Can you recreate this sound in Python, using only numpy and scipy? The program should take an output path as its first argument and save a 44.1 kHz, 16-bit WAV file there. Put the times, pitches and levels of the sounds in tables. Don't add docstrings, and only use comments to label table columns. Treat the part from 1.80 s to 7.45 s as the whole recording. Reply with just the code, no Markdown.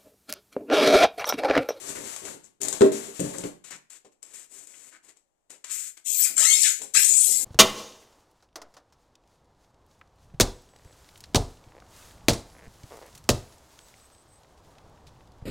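import sys
import numpy as np
from scipy import signal
from scipy.fft import rfft, irfft, next_fast_len
from scipy.io import wavfile
from scipy.ndimage import uniform_filter1d

SR = 44100
rng = np.random.default_rng(int(sys.argv[2]) if len(sys.argv) > 2 else 0)


def waveform_to_disk(signal):
    frames = np.transpose(np.atleast_2d(signal))
    scaled = np.clip(frames, -1, 1) * 32767
    samples = np.round(scaled).astype(np.int16)
    wavfile.write(sys.argv[1], SR, samples)


N = 248988
TIME = np.arange(N) / SR


def amp(db):
    return 10 ** (np.asarray(db) / 20)


def unit(x):
    return x / np.sqrt(np.mean(x ** 2) + 1e-20)


def read(points, hz):
    f, value = np.transpose(points)
    return np.interp(np.log(hz + 1), np.log(f + 1), value)


def add(mix, start_s, sound):
    part = mix[max(round(start_s * SR), 0):][:len(sound)]
    part += sound[:len(part)]


def play(source, rows):
    mix = np.zeros(N)
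    for row in rows:
        add(mix, *source(*row))
    return mix


def colour(x, points, size=4096):
    log_gain = np.log(amp(read(points, abs(np.fft.fftfreq(size, 1 / SR)))))
    response = np.fft.ifft(np.exp(np.conj(signal.hilbert(log_gain)))).real
    return signal.oaconvolve(x, response[:size // 2])[:len(x)]


def wander(size, hz):
    padded = next_fast_len(size)
    gain = 1 / (1 + (np.fft.rfftfreq(padded, 1 / SR) / hz) ** 4)
    noise = rng.standard_normal(padded)
    return unit(irfft(rfft(noise) * gain, padded)[:size])


def stroke(start_s, length_s, rise_s, sag_db, release_db_per_s=560.5):
    t = np.maximum(TIME - start_s, 0)
    sag = sag_db * np.minimum(t / length_s, 1) ** 2
    release = release_db_per_s * np.maximum(t - length_s, 0)
    rise = np.sin(np.pi / 2 * np.minimum(t / rise_s, 1)) ** 1.7
    return rise * amp(sag - release)


def strokes(rows, axis):
    return np.sqrt(sum((stroke(*row[:4]) * amp(row[axis])) ** 2 for row in rows))


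def grains(per_s, spread_db):
    size = np.minimum(rng.exponential(1, N), 4)
    sign = rng.choice([-1, 1], N)
    return amp(spread_db * size) * sign * (rng.random(N) < per_s / SR)


# frequency in Hz, relative level from a corner in dB,
# relative level from the long edge in dB, t60 in seconds at damping 1.
PIECE_MODES = [(142, -13.5, -9, 0.83), (179.4, -13, 0.5, .3), (218.4, -8.5, -14, .6),
               (249, -5, -11.5, 0.32), (288, -8, -4.5, 0.42), (343.5, -15, -9.5, 0.37), (393.6, 5, -9, .24),
               (455.4, -7.5, -16, 0.43), (533.2, -16, -5.5, .33), (587, -22.5, -15, 0.79),
               (624.5, -16, -20.5, 0.52), (763.5, -27.5, -22.5, 0.32)]


def ring(spot_hz, damping, edge, spot_db=5):
    t, edge = np.arange(SR // 2) / SR, np.clip(edge, 0, 1)
    sound = np.zeros(len(t))
    for hz, corner_db, edge_db, t60_s in PIECE_MODES:
        contact_db = corner_db + edge * (edge_db - corner_db)
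        off_spot_db = spot_db * np.log2(hz / spot_hz) ** 2
        decay_db = 60 * t * damping / t60_s
        sound += amp(contact_db - off_spot_db - decay_db) * np.sin(2 * np.pi * hz * t)
    return sound


# start in seconds, length in seconds,
# rise in seconds, sag in dB, relative scuff level in dB, relative hollow rumble level in dB.
SLIDES = [(0.0, 0.091, 0.00068, 4.5, -44.5, -55.5), (.085, 0.037, .008, -1.5, -38.5, -50),
          (.148, 0.12, 0.0079, -9.5, -41, -46.5), (.235, 0.17, 0.013, -3, -42.5, -65),
          (.405, 0.059, .03, 2, -47, -51), (.451, 0.095, .004, -8.5, -44, -54.5),
          (.62, 0.062, 0.022, -1, -63, -74), (.802, .18, 0.013, -4, -40.5, -49),
          (1.01, 0.073, 0.0043, -13, -39, -48), (1.115, 0.25, 0.004, -14, -41, -53.5),
          (1.33, 0.082, 0.024, 1.5, -46.5, -82), (1.39, 0.13, 0.0038, -3.5, -43, -49),
          (1.525, 0.095, 0.011, 2.5, -47.5, -52.5), (1.635, 0.047, .004, -7.5, -43, -44)]
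# frequency in Hz, gain in dB.
SCUFF_SPECTRUM = [(100, -4), (700, 4.5), (1100, 7.5), (2000, 6.5), (4500, 2), (8000, -2), (11000, 5),
                  (15000, 1)]
# frequency in Hz, gain in dB.
RUMBLE_SPECTRUM = [(25, -21.5), (70, -8), (150, -9), (300, -0.5), (450, -3.5), (620, -8.5), (800, -11.5),
                   (1100, -12), (2500, -61.5)]


def slides():
    grip = unit(amp(1.2 * wander(N, 22)))
    scuff = amp(1.25) * unit(colour(grains(12000, 1.0), SCUFF_SPECTRUM)) * strokes(SLIDES, axis=4)
    bumps = grains(600, 4.5)
    modes = unit(signal.oaconvolve(bumps, ring(410, 2.6, 0.38))[:N])
    rumble = amp(1.5) * unit(colour(bumps, RUMBLE_SPECTRUM))
    body = amp(1.5) * (modes + rumble) * strokes(SLIDES, axis=5)
    return grip * (scuff + body)


# start in seconds, relative level in dB,
# length in seconds, centre in Hz.
SCRAPES = [(0.081, -50, 0.029, 6850), (0.151, -44, 0.043, 1730), (0.465, -45.5, 0.029, 1260),
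           (0.631, -63.5, 0.047, 6600), (1.533, -46, 0.04, 1430), (1.632, -41.5, 0.018, 2260),
           (1.913, -46.5, 0.052, 1570), (2.934, -54.5, 0.023, 2000), (3.117, -54, 0.066, 1576),
           (3.284, -66, 0.013, 1970)]


def scrape(start_s, db, length_s, hz, width_octaves=0.45):
    size = round(length_s * SR)
    slips = rng.standard_normal(SR) * (rng.random(SR) < 1500 / SR)
    octaves = np.log2((np.fft.rfftfreq(SR, 1 / SR) + 1) / hz)
    band = np.exp(-(octaves / width_octaves) ** 2 / 2)
    skid = unit(irfft(rfft(slips) * band)[:size])
    return start_s, amp(db) * skid * signal.windows.tukey(size, .4)


# start in seconds, relative level in dB,
# pitch favoured by the struck spot in Hz, damping by the hand as a factor,
# contact from corner (0) to long edge (1).
KNOCKS = [(0.171, -32, 330, 2.2, 1), (0.545, -35.5, 300, 2.5, 0.72), (.803, -35.5, 310, 0.44, 0.48),
          (1.0093, 0.5, 255, 5.8, .05), (1.0188, 1, 390, 1.78, .02), (1.057, -9.5, 440, 2.14, 0.022),
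          (1.119, -19.5, 397, 1.16, .05), (1.28, -30.5, 563, 1.4, 0.23), (1.395, -12.5, 300, 1.5, 0.89),
          (1.411, -18.5, 200, 3, .95), (1.424, -20, 330, 4.5, 0.55), (1.44, -15, 220, 4, 1),
          (1.453, -20.5, 170, 3, 1), (1.477, -19.5, 200, 4.8, 1), (1.541, -28, 450, 1.8, .9),
          (1.582, -29, 290, 2, 1), (1.598, -29, 260, 2.5, 1), (1.638, -19, 270, 3.3, 1),
          (1.648, -17.5, 225, 3.5, 0.43), (1.672, -22.5, 258, 3.8, .7), (1.931, -40.5, 159, 2.1, 1),
          (2.25, -44.5, 471, 1.83, 0.34)]
# frequency in Hz, gain in dB.
THUD_SPECTRUM = [(25, -29), (90, -26), (150, -2.5), (400, 4.5), (600, -2.5), (800, -7.5), (1400, -11.5),
                 (2500, -30), (6000, -43)]


def knock(start_s, db, spot_hz, damping, edge, rise_s=0.0025):
    t = np.arange(SR // 2) / SR
    thud = unit(colour(rng.standard_normal(len(t)), THUD_SPECTRUM)) * np.exp(-t / .014)
    blow = amp(-4) * ring(spot_hz, damping, edge) + amp(-19) * thud
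    return start_s, amp(db) * blow * (1 - np.exp(-t / rise_s))


# start in seconds, relative level in dB,
# brightness in dB per octave.
SNAPS = [(.363, -22.5, -2), (0.4523, -25.5, -5), (.816, -15, 3), (0.8321, -14.5, 2.5), (0.85, -18.5, -1),
         (0.884, -11, 2), (0.927, -15, -1.5), (1.0086, -19, -8.5), (1.018, -17, -10), (1.3957, -24.5, -5),
         (1.402, -18, 6), (1.584, -22, 1.5), (1.6381, -28.5, -7.5), (5.018, -23.5, -2.5)]


def snap(start_s, db, slope_db, decay_s=0.0033, size=2048):
    t = np.arange(size) / SR
    burst = rng.standard_normal(size) * np.exp(-t / decay_s)
    shape = []
    for hz in (100, 400, 1500, 7000, 15000):
        tilt_db = slope_db * np.log2(max(hz, 1500) / 7000)
        shape.append((hz, tilt_db - 14 * (hz < 200)))
    return start_s, amp(db - 9) * colour(burst, shape)


# start in seconds, length in seconds,
# rise in seconds, sag in dB, then relative levels in dB of hiss, rasp, hollow rumble and finger tap.
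BRUSHES = [(1.838, 0.054, 0.0067, -3.5, -52.5, -47, -60, -41.5),
           (1.903, 0.061, 0.0054, -9, -61.5, -40.5, -50.5, -29.5),
           (2.097, 0.074, 0.0065, -2, -52.5, -52.5, -66.5, -34.5),
           (2.245, 0.032, 0.0056, -8, -84, -58, -52.5, -57.5),
           (2.312, 0.023, 0.014, -1, -73.5, -69.5, -75, -60.5),
           (2.419, 0.13, 0.0095, 4.5, -60.5, -61.5, -66, -29),
           (2.528, 0.12, 0.017, -6, -46, -51.5, -61.5, -35),
           (2.681, 0.17, 0.076, -5.5, -46, -55, -58, -60.5),
           (2.864, 0.23, 0.0078, 1.5, -53.5, -58.5, -65, -36),
           (3.102, 0.064, 0.034, -3.5, -65, -55, -61.5, -50),
           (3.218, 0.06, 0.029, 0.5, -64, -63.5, -66, -45),
           (3.276, 0.026, 0.019, -2.5, -58, -51, -58.5, -56),
           (3.352, 0.025, 0.019, -1.5, -76, -64.5, -69, -46.5),
           (3.694, 0.072, 0.01, -8.5, -55.5, -52, -54.5, -30.5),
           (3.84, 0.015, 0.0052, -8, -55, -37.5, -53, -32), (3.864, 0.04, 0.0046, 11, -54, -51, -73, -54),
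           (3.9, .2, 0.015, -12, -31, -43.5, -91, -33), (4.168, 0.016, 0.0069, -9, -54, -45.5, -58, -38.5)]
# frequency in Hz, gain in dB.
HISS_SPECTRUM = [(200, -9.5), (1200, -19), (2500, -8), (4500, -3), (8000, 2), (12000, 1), (15000, 6)]
# frequency in Hz, gain in dB.
RASP_SPECTRUM = [(200, -43), (900, -6), (1200, 3.5), (1500, 7), (2300, 8.5), (3500, 3), (5000, 0.5),
                 (9000, -5.5)]


def brushes():
    beads, grip = grains(7000, 1.6), unit(amp(0.59 * wander(N, 38)))
    hiss = amp(-2.5) * unit(colour(beads, HISS_SPECTRUM)) * strokes(BRUSHES, axis=4)
    rasp = amp(-3.0) * unit(colour(beads, RASP_SPECTRUM)) * strokes(BRUSHES, axis=5)
    rumble = amp(-3.5) * unit(colour(beads, RUMBLE_SPECTRUM)) * strokes(BRUSHES, axis=6)
    return grip * (hiss + rasp + rumble)


def taps(slope_db=1.5):
    rows = [(start_s + rise_s, tap_db, slope_db) for start_s, _, rise_s, *_, tap_db in BRUSHES]
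    return play(snap, rows)


# time in seconds, pitch in Hz, relative level in dB, unevenness as a share of the pitch.
SQUEAL_CURVES = [
    [(3.92, 13430, -40, 0.082), (3.96, 14300, -36, 0.058), (4.1, 13830, -55, 0.075)],
    [(4.27, 13010, -36, 0.11), (4.405, 14520, -12.5, 0.04), (4.425, 12150, -16.5, 0.061),
     (4.445, 8400, -27.5, 0.059), (4.465, 6800, -49, 0.15)],
    [(4.435, 2203, -42, 0.051), (4.453, 2472, -28.5, 0.068), (4.475, 1394, -43, 0.15)],
    [(4.57, 298, -50, 0.14), (4.612, 592, -46.5, 0.047), (4.64, 1270, -42, 0.053)],
    [(4.825, 6800, -24, .15), (4.845, 2500, -25, 0.11), (4.862, 1568, -29.5, 0.075),
     (4.9, 1487, -42, 0.074)],
    [(5.225, 7560, -58, 0.1), (5.262, 9740, -26, 0.046), (5.32, 9330, -56, 0.069)],
    [(5.185, 10400, -25, 0.079), (5.215, 13100, -19, 0.056), (5.25, 14700, -28, 0.041)],
    [(5.325, 7640, -41, 0.075), (5.36, 8570, -26.5, .15), (5.45, 10890, -22, 0.15),
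     (5.55, 13450, -27, 0.22), (5.645, 13030, -31, 0.13)],
]


def squeal(rows, octave_db=-2.0, count=20):
    s, hz, db, uneven = np.transpose(rows)
    t = np.arange(s[0], s[-1], 1 / SR)
    jitter = np.interp(t, s, uneven) * wander(len(t), 700)
    pitch_hz = np.exp(np.interp(t, s, np.log(hz)) + jitter)
    phase = 2 * np.pi * np.cumsum(pitch_hz) / SR
    k = np.arange(1, count + 1)[:, None]
    below_nyquist = np.clip((SR / 2 - k * pitch_hz) / (SR / 10), 0, 1)
    weight = amp(octave_db * np.log2(k) - (k - 1) * pitch_hz / 2800) * below_nyquist
    wave = (weight * np.cos(k * phase)).sum(0) / np.sqrt((weight ** 2).sum(0) / 2 + 1e-9)
    wave *= unit(amp(2.75 * wander(len(t), 110)))
    return s[0], wave * amp(np.interp(t, s, db)) * signal.windows.tukey(len(t), .02)


# start in seconds, length in seconds, rise in seconds, sag in dB,
# relative drag level in dB, wall resonance at the start in Hz, its rise under load in Hz.
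PULLS = [(4.239, 0.21, 0.063, 3.5, -22, 1970, 621.5), (4.492, 0.052, .02, 7, -51, 1400, 0),
         (4.557, 0.36, 0.03, -4, -16.5, 886, 1087), (4.915, 0.08, 0.018, -3.5, -36.5, 1400, -5),
         (5.014, 0.022, 0.0042, -1, -32, 1400, 0), (5.136, 0.49, 0.01, -8.5, -17, 1320, 999)]


def wall_hz(rest_hz=1460):
    hz = np.full(N, float(rest_hz))
    for start_s, length_s, *_, first_hz, load_hz in PULLS:
        u = (TIME - start_s) / length_s
        arch = first_hz + (rest_hz - first_hz) * u + load_hz * np.sin(np.pi * u)
        hz = np.where((u >= 0) & (u < 1), arch, hz)
    return hz


def wall(x, steep_db=21, skirt_hz=220, ridge_db=5, ridge_hz=130, patchy_db=4.5):
    hz, t, z = signal.stft(x, SR, nperseg=512, noverlap=384)
    tremor = np.exp(.08 * np.interp(t, TIME, wander(N, 14)))
    above_hz = hz[:, None] - np.interp(t, TIME, wall_hz()) * tremor
    spots = uniform_filter1d(rng.standard_normal(z.shape), size=3, axis=0)
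    spots = unit(uniform_filter1d(spots, size=12, axis=1))
    skirt = steep_db * np.clip(above_hz / skirt_hz, -1, 0)
    ridge = ridge_db * np.exp(-(above_hz / ridge_hz) ** 2)
    gain = amp(skirt + ridge + patchy_db * spots)
    return unit(signal.istft(z * gain, SR, nperseg=512, noverlap=384)[1][:N])


# start in seconds, length in seconds,
# rise in seconds, sag in dB, relative level in dB.
CATCHES = [(4.435, 0.044, 0.028, 2.5, -32.5), (4.565, 0.083, 0.037, -4.5, -19.5),
           (4.69, 0.15, 0.018, 0, -31.5), (4.838, 0.033, 0.021, -2.5, -14.5),
           (5.143, 0.092, 0.0083, -10.5, -17)]


def pulls(rasp_share_db=-24):
    beads, grip = grains(9000, 2.5), unit(amp(2 * wander(N, 124)))
    drag = strokes(PULLS, axis=4)
    hiss = amp(-4.5) * wall(colour(beads, HISS_SPECTRUM)) * drag
    catching = strokes(CATCHES, axis=4) + amp(rasp_share_db) * drag
    rasp = amp(-8.0) * wall(colour(beads, RASP_SPECTRUM)) * catching
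    return grip * (hiss + rasp)


# start in seconds, relative level in dB.
JOSTLES = [(4.254, -56), (4.494, -47.5), (4.563, -50), (4.606, -67), (4.99, -50.5), (5.012, -49),
           (5.14, -45), (5.296, -45.5), (5.462, -45), (5.587, -44), (5.63, -56)]


def jostles(drag_share_db=-44, ring_db=-4, length_s=0.051, rise_s=0.0033, sag_db=-9.5):
    nudges = sum(amp(db) * stroke(start_s, length_s, rise_s, sag_db) for start_s, db in JOSTLES)
    level = amp(-5.5) * nudges + amp(drag_share_db) * strokes(PULLS, axis=4)
    bumps = level * unit(amp(2.7 * wander(N, 6.2))) * unit(grains(700, 1.3))
    dull = colour(bumps, RUMBLE_SPECTRUM)
    hollow = signal.oaconvolve(bumps, ring(260, 1.6, .5))[:N]
    return np.std(bumps) * (unit(dull) + amp(ring_db) * unit(hollow))


# start in seconds, length in seconds,
# first pitch in Hz, settled pitch in Hz, settling time in seconds, relative level in dB, sag in dB.
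SQUEAKS = [(4.603, 0.021, 566, 608, 0.01, -36.5, -12), (4.618, 0.023, 895, 954, .01, -39.5, -6),
           (4.628, 0.047, 1200, 1334, 0.0098, -28, -9), (4.652, 0.11, 1782, 2174, .014, -21, -11.5),
           (4.704, 0.027, 3050, 3304, 0.017, -24.5, 1), (4.728, 0.034, 3333, 3735, 0.0061, -25, -3.5),
           (4.752, 0.08, 5050, 5380, 0.012, -27.5, -18), (4.77, .04, 2090, 2206, 0.013, -32, -9),
           (5.149, .012, 1228, 1317, 0.0052, -27, -1.5), (5.161, 0.029, 1757, 2798, .008, -20, -4),
           (5.545, .1, 2055, 2134, 0.016, -50, -7)]


def squeak(start_s, length_s, first_hz, settled_hz, settle_s, db, sag_db, uneven_share=0.0066):
    t = np.arange(0, length_s, 1 / SR)
    pitch_hz = settled_hz + (first_hz - settled_hz) * np.exp(-t / settle_s)
    level_db = db + sag_db * t / length_s
    uneven = np.full(len(t), uneven_share)
    return squeal(np.column_stack([start_s + t, pitch_hz, level_db, uneven]))


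# frequency in Hz, t60 in seconds.
ROOM_T60 = [(150, 0.57), (500, 0.31), (2000, 0.37), (8000, 0.28), (15000, 0.33)]


def room(x, wet_db, gap_s=0.0033):
    shape = (2, SR // 2)
    echoes = rng.standard_normal(shape) * (rng.random(shape) < .2)
    hz, t, z = signal.stft(echoes, SR, nperseg=256)
    tail = signal.istft(z * amp(-60 * t / read(ROOM_T60, hz)[:, None]), SR)[1]
    tail[:, :round(gap_s * SR)] = 0
    tail /= np.linalg.norm(tail, axis=1, keepdims=True)
    wet = amp(wet_db) * np.array([[1], [amp(10.5)]])
    reflected = signal.fftconvolve(x[None], tail, axes=1)[:, :N]
    return (x + wet * reflected) / np.sqrt(1 + wet ** 2)


def from_left(pair, lag_s=0.00045):
    return np.array([pair[0], np.interp(TIME - lag_s, TIME, pair[1])])


# frequency in Hz, gain in dB.
BACKGROUND_SPECTRUM = [(20, 17.5), (60, 8), (110, 4.5), (400, 1.5), (1000, -4), (2000, -11), (4000, -20),
                       (8000, -25), (15000, -16)]


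def background():
    return np.array([unit(colour(rng.standard_normal(N), BACKGROUND_SPECTRUM)) for _ in range(2)])


def scene():
    knocks = room(play(knock, KNOCKS), wet_db=-22)
    loose_piece = from_left(room(slides(), wet_db=-4.5) + knocks)
    hands = room(brushes() + play(scrape, SCRAPES), wet_db=-10.5)
    next_piece = room(pulls() + jostles(), wet_db=-4.0)
    squeals = room(play(squeal, [[curve] for curve in SQUEAL_CURVES]), wet_db=-2)
    squeaks = room(play(squeak, SQUEAKS), wet_db=-5)
    snaps = room(play(snap, SNAPS) + taps(), wet_db=-3)
    return loose_piece + hands + next_piece + squeals + squeaks + snaps + amp(-75) * background()


# frequency in Hz, gain in dB.
LEFT_MIC = [(100, -6.5), (700, 3), (1300, 0), (2400, 2), (5000, 5.5), (6100, 11), (7000, 18), (7700, 20),
            (8500, 14), (10000, 5), (12000, -1), (14500, -5.5)]
# frequency in Hz, gain in dB.
RIGHT_MIC = [(100, -11), (700, 2.5), (1300, -6.5), (2400, -7), (4400, -6), (6000, -3), (8000, -12),
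             (10000, -15), (15000, -30)]


def record(dry, ceiling=0.68, edge_hz=14850):
    heard = np.array([colour(dry[0], LEFT_MIC), colour(dry[1], RIGHT_MIC)])
    heard = heard / (1 + (heard / ceiling) ** 4) ** (1 / 4)
    low_pass = signal.firwin(301, edge_hz, window=("kaiser", 9), fs=SR)
    return signal.oaconvolve(heard, low_pass[None], "same", axes=1)


dry = scene()
out = record(dry)
waveform_to_disk(out)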